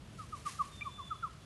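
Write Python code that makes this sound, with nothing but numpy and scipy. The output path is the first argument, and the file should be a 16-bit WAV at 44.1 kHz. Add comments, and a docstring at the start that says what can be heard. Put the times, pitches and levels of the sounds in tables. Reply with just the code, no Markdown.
"""A bird by a forest creek

On a muddy creek bank a bird whistles two groups of four short falling notes; the trees answer faintly.
Between the groups comes one sharp chip, and farther off a thin, slowly sinking tone, perhaps an insect.
Dry leaves rustle once and crackle twice over a low outdoor rumble and a soft hiss."""
import sys
import numpy as np
from scipy import signal
from scipy.fft import rfft, irfft, next_fast_len
from scipy.io import wavfile
from scipy.ndimage import map_coordinates

SR = 44100
rng = np.random.default_rng(int(sys.argv[2]) if len(sys.argv) > 2 else 0)


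def file_out(sig):
    """Save sig as 16-bit WAV at sys.argv[1]."""
    # one column per channel
    cols = np.atleast_2d(sig).T
    # limit, then scale
    lim = np.clip(cols, -1, 1)
    pcm = np.round(lim * 32767).astype(np.int16)
    wavfile.write(sys.argv[1], SR, pcm)


N = 63945
TIME_S = np.arange(N) / SR


def amp(db):
    """Turn decibels into a number to multiply by."""
    return 10 ** (np.asarray(db) / 20)


def unit(x):
    """Scale a sound so that its average power is 1."""
    return x / np.sqrt(np.mean(x ** 2) + 1e-20)


def value_at(points, hz):
    """Read between the rows of a frequency table, with octaves evenly spaced."""
    row_hz, values = np.transpose(points)
    return np.interp(np.log(hz + 1), np.log(row_hz + 1), values)


def curves(rows):
    """Join the rows of a time table with straight lines, one curve for each later column."""
    times, *columns = np.transpose(rows)
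    return [np.interp(TIME_S, times, column) for column in columns]


def wobble(rate):
    """A smooth curve through `rate` random values a second."""
    values = rng.standard_normal(int(N * rate / SR) + 4)
    return map_coordinates(values, [TIME_S * rate])


def filtered(x, gain_at):
    """Make each frequency louder or softer by gain_at(hz)."""
    size = next_fast_len(N + SR // 2)
    return irfft(rfft(x, size) * gain_at(np.fft.rfftfreq(size, 1 / SR)), size)[:N]


def coloured(x, spectrum):
    """Give a sound a balance of bass and treble, at average power 1."""
    return unit(filtered(x, lambda hz: amp(value_at(spectrum, hz))))


def delayed(x, seconds):
    """The same sound arriving later."""
    return np.interp(TIME_S - seconds, TIME_S, x, left=0)


# How strong the rumble is from low to high: frequency_hz, relative_level_db
RUMBLE_SPECTRUM = [(12, -46), (20, -31), (57, 0), (113, 0), (163, -2.5), (263, -11.5), (393, -16),
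                   (503, -18), (707, -22.5), (800, -42), (1040, -33), (1760, -120)]
# How strong the hiss is from low to high: frequency_hz, relative_level_db
HISS_SPECTRUM = [(350, -22), (600, -2), (900, -1), (1300, -0.5), (1900, -6), (2900, -4), (4200, -8),
                 (7000, -15), (10500, -18.5), (12000, -21)]

def forest_air(rumble_db=-53, easing_db_per_s=2, hiss_db=-62.5):
    """A low outdoor rumble that eases slightly, and the even hiss of the forest."""
    eased_db = easing_db_per_s * (TIME_S - N / SR / 2)
    rumble = amp(rumble_db - eased_db) * coloured(rng.standard_normal(N), RUMBLE_SPECTRUM)
    hiss = amp(hiss_db) * coloured(rng.standard_normal(N), HISS_SPECTRUM)
    return rumble + hiss


# How the rustle grows and fades: time_s, level_db
RUSTLE_LOUDNESS = [(0, -74), (.17, -64.5), (.21, -60), (.26, -64), (.335, -63.5), (.385, -56.5), (.44, -62),
                   (.468, -51), (.495, -47.5), (.512, -52), (.555, -54.5), (.605, -60), (.65, -56.5),
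                   (.70, -61.5), (.76, -59.5), (.81, -64.5), (1.15, -67), (1.4, -69)]
# How strong the rustle is from low to high: frequency_hz, relative_level_db
RUSTLE_SPECTRUM = [(200, -11), (700, -6), (1800, 1.5), (4000, -1), (6600, -0.5), (8000, -3), (10500, -3.5),
                   (12000, -13.5)]

def leaf_rustle(ticks_per_s=1300, tick_db=-5.5, flicker_db=1.2):
    """Dry leaves slide: a swish with tiny ticks in it."""
    level_db, = curves(RUSTLE_LOUDNESS)
    ticks = unit((rng.random(N) < ticks_per_s / SR) * rng.standard_normal(N))
    loudness = amp(level_db + flicker_db * wobble(120))
    swish = rng.standard_normal(N) + amp(tick_db) * ticks
    return loudness * coloured(swish, RUSTLE_SPECTRUM)


# Single leaves snapping: start_s, level_db, centre_hz
LEAF_SNAPS = [(.636, -55, 2600), (.754, -55, 3100)]

def leaf_crackles(fade_s=.03, width_octaves=.6):
    """Single dry leaves snap softly as the rustle dies down, each a tiny burst of noise."""
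    out = np.zeros(N)
    for start, db, centre_hz in LEAF_SNAPS:
        noise = filtered(rng.standard_normal(N),
                         lambda hz: 1 / (1 + (np.log2((hz + 1) / centre_hz) / width_octaves) ** 2))
        loudness = (TIME_S > start) * amp(db - 60 * np.abs(TIME_S - start) / fade_s)
        out += loudness * unit(noise)
    return out


# How long the forest's echo takes to fade by 60 dB: frequency_hz, fade_s
ECHO_FADE_TIMES = [(500, 0.58), (1200, 0.36), (3500, 0.35), (10000, 0.28)]

def forest_echo(x, build_s=.03):
    """Many trees send back one blurred echo; its treble dies sooner."""
    hz, t, noise = signal.stft(rng.standard_normal(SR), SR, nperseg=256)
    fade = amp(-60 * t / value_at(ECHO_FADE_TIMES, hz)[:, None])
    build_up = 1 - np.exp(-t / build_s)
    _, tail = signal.istft(noise * fade * build_up, SR, nperseg=256)
    return signal.fftconvolve(x, tail / np.linalg.norm(tail))[:N]


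# Early echoes off tree trunks: delay_s, relative_level_db
TRUNK_ECHOES = [(.021, -23.5), (.041, -34)]

def among_trees(call, forest_db=-17.5):
    """A near call with its echoes from two trunks and from the wood behind."""
    trunks = sum(amp(db) * delayed(call, delay) for delay, db in TRUNK_ECHOES)
    return call + trunks + amp(forest_db) * forest_echo(call)


# The path of the thin, far tone: time_s, pitch_hz, level_db
THIN_TONE_PATH = [(.705, 3650, -72), (.73, 3625, -54.5), (.762, 3610, -63), (.782, 3578, -52),
                  (.84, 3510, -60), (.97, 3518, -56.5), (1.06, 3493, -52.5), (1.13, 3452, -60),
                  (1.197, 3422, -62), (1.215, 3420, -77)]

def thin_tone(waver_hz=11.2, flutter_db=2.6, flutters_per_s=130, octave_db=-20.5):
    """A far, fluttering tone sinks slowly and pulses as it overlaps its own echo."""
    pitch_hz, level_db = curves(THIN_TONE_PATH)
    phase = 2 * np.pi * np.cumsum(pitch_hz + waver_hz * wobble(flutters_per_s)) / SR
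    loudness = amp(level_db + flutter_db * wobble(flutters_per_s))
    tone = loudness * (np.sin(phase) + amp(octave_db) * np.sin(2 * phase))
    tone *= TIME_S > THIN_TONE_PATH[0][0]  # silent before the first row
    echo = amp(db=-7) * delayed(tone, seconds=.09)
    return tone + echo + amp(db=-11.5) * forest_echo(tone)


def swell(start, length, peak=.45, rise_softness=2.07, fade_softness=1.16):
    """The loudness of one note: a soft rise to the peak and a rounded fade."""
    progress = (TIME_S - start) / length
    arch = np.interp(progress, [0, np.clip(peak, .05, .95), 1], [0, .5, 1])
    return np.abs(np.sin(np.pi * arch)) ** np.where(arch < .5, rise_softness, fade_softness)


def glide(start, length, mid_hz, hz_per_s, ease):
    """The phase (wave angle) of a sliding tone; more ease flattens the slide, then turns it back."""
    progress = np.clip((TIME_S - start) / length, 0, 2)
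    from_middle = progress - .5
    pitch_hz = mid_hz + hz_per_s * length * (from_middle - ease * from_middle ** 2)
    return 2 * np.pi * np.cumsum(pitch_hz * (progress > 0)) / SR


# The two parts of the chip: start_s, length_s, mid_pitch_hz, rise_hz_per_s, level_db
CHIP_PARTS = [(0.8084, .0066, 1173, -14000, -38), (0.8115, 0.023, 1189, 4010, -35)]
# The chip's harmonics, at 1, 2 and 3 times its pitch: relative_level_db
CHIP_HARMONICS = [-13, 0, -32]

def bird_chip(rasp_radians=.73, rasp_fade_s=.0032):
    """A quick two-part call, strongest at twice its pitch and raspy at first."""
    out = np.zeros(N)
    age_s = np.maximum(TIME_S - CHIP_PARTS[0][0], 0)
    rasp = rasp_radians * np.exp(-age_s / rasp_fade_s) * wobble(1100)
    for start, length, mid_hz, rise, db in CHIP_PARTS:
        phase = glide(start, length, mid_hz, rise, ease=2.3) + rasp
        tone = sum(amp(level) * np.sin(k * phase) for k, level in enumerate(CHIP_HARMONICS, 1))
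        out += amp(db) * swell(start, length) * tone
    return among_trees(out)


# The bird's eight whistled notes:
# start_s, length_s, mid_pitch_hz, fall_hz_per_s, peak_place (0 to 1), level_db, ending_level_db
WHISTLE_NOTES = [(0.18, 0.051, 1255, 4870, 0.39, -41.5, -51), (.318, 0.039, 1215, 6140, .5, -36, -51.5),
                 (0.449, 0.035, 1196, 5240, 0.68, -31, -44), (.582, 0.045, 1200, 6640, 0.67, -26, -50.5),
                 (0.841, .043, 1181, 5960, 0.84, -35, -47.5), (0.973, 0.0376, 1186, 5560, 0.89, -39, -46),
                 (1.100, .039, 1276, 7040, .5, -32, -49), (1.221, 0.042, 1303, 8330, 0.52, -30.5, -44.5)]

def bird_whistles(ending_s=.031, overlap_s=.0084):
    """Each note is a pure tone that swells as it falls, then slides on lower in a soft ending."""
    out = np.zeros(N)
    for start, length, mid_hz, fall, peak, db, ending_db in WHISTLE_NOTES:
        body = amp(db) * swell(start, length, peak)
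        ending = amp(ending_db) * swell(start + length - overlap_s, ending_s)
        tone = np.sin(glide(start, length, mid_hz, -fall, ease=.1))
        out += among_trees((body + ending) * tone)
    return out


def scene():
    """All the sounds added together in one channel."""
    background = forest_air() + leaf_rustle() + leaf_crackles() + thin_tone()
    return (background + bird_chip() + bird_whistles())[None]


def record(dry):
    """Cut away the very highest treble."""
    top_hz = 12050
    return filtered(dry[0], lambda hz: hz < top_hz)[None]


dry = scene()
out = record(dry)
file_out(out)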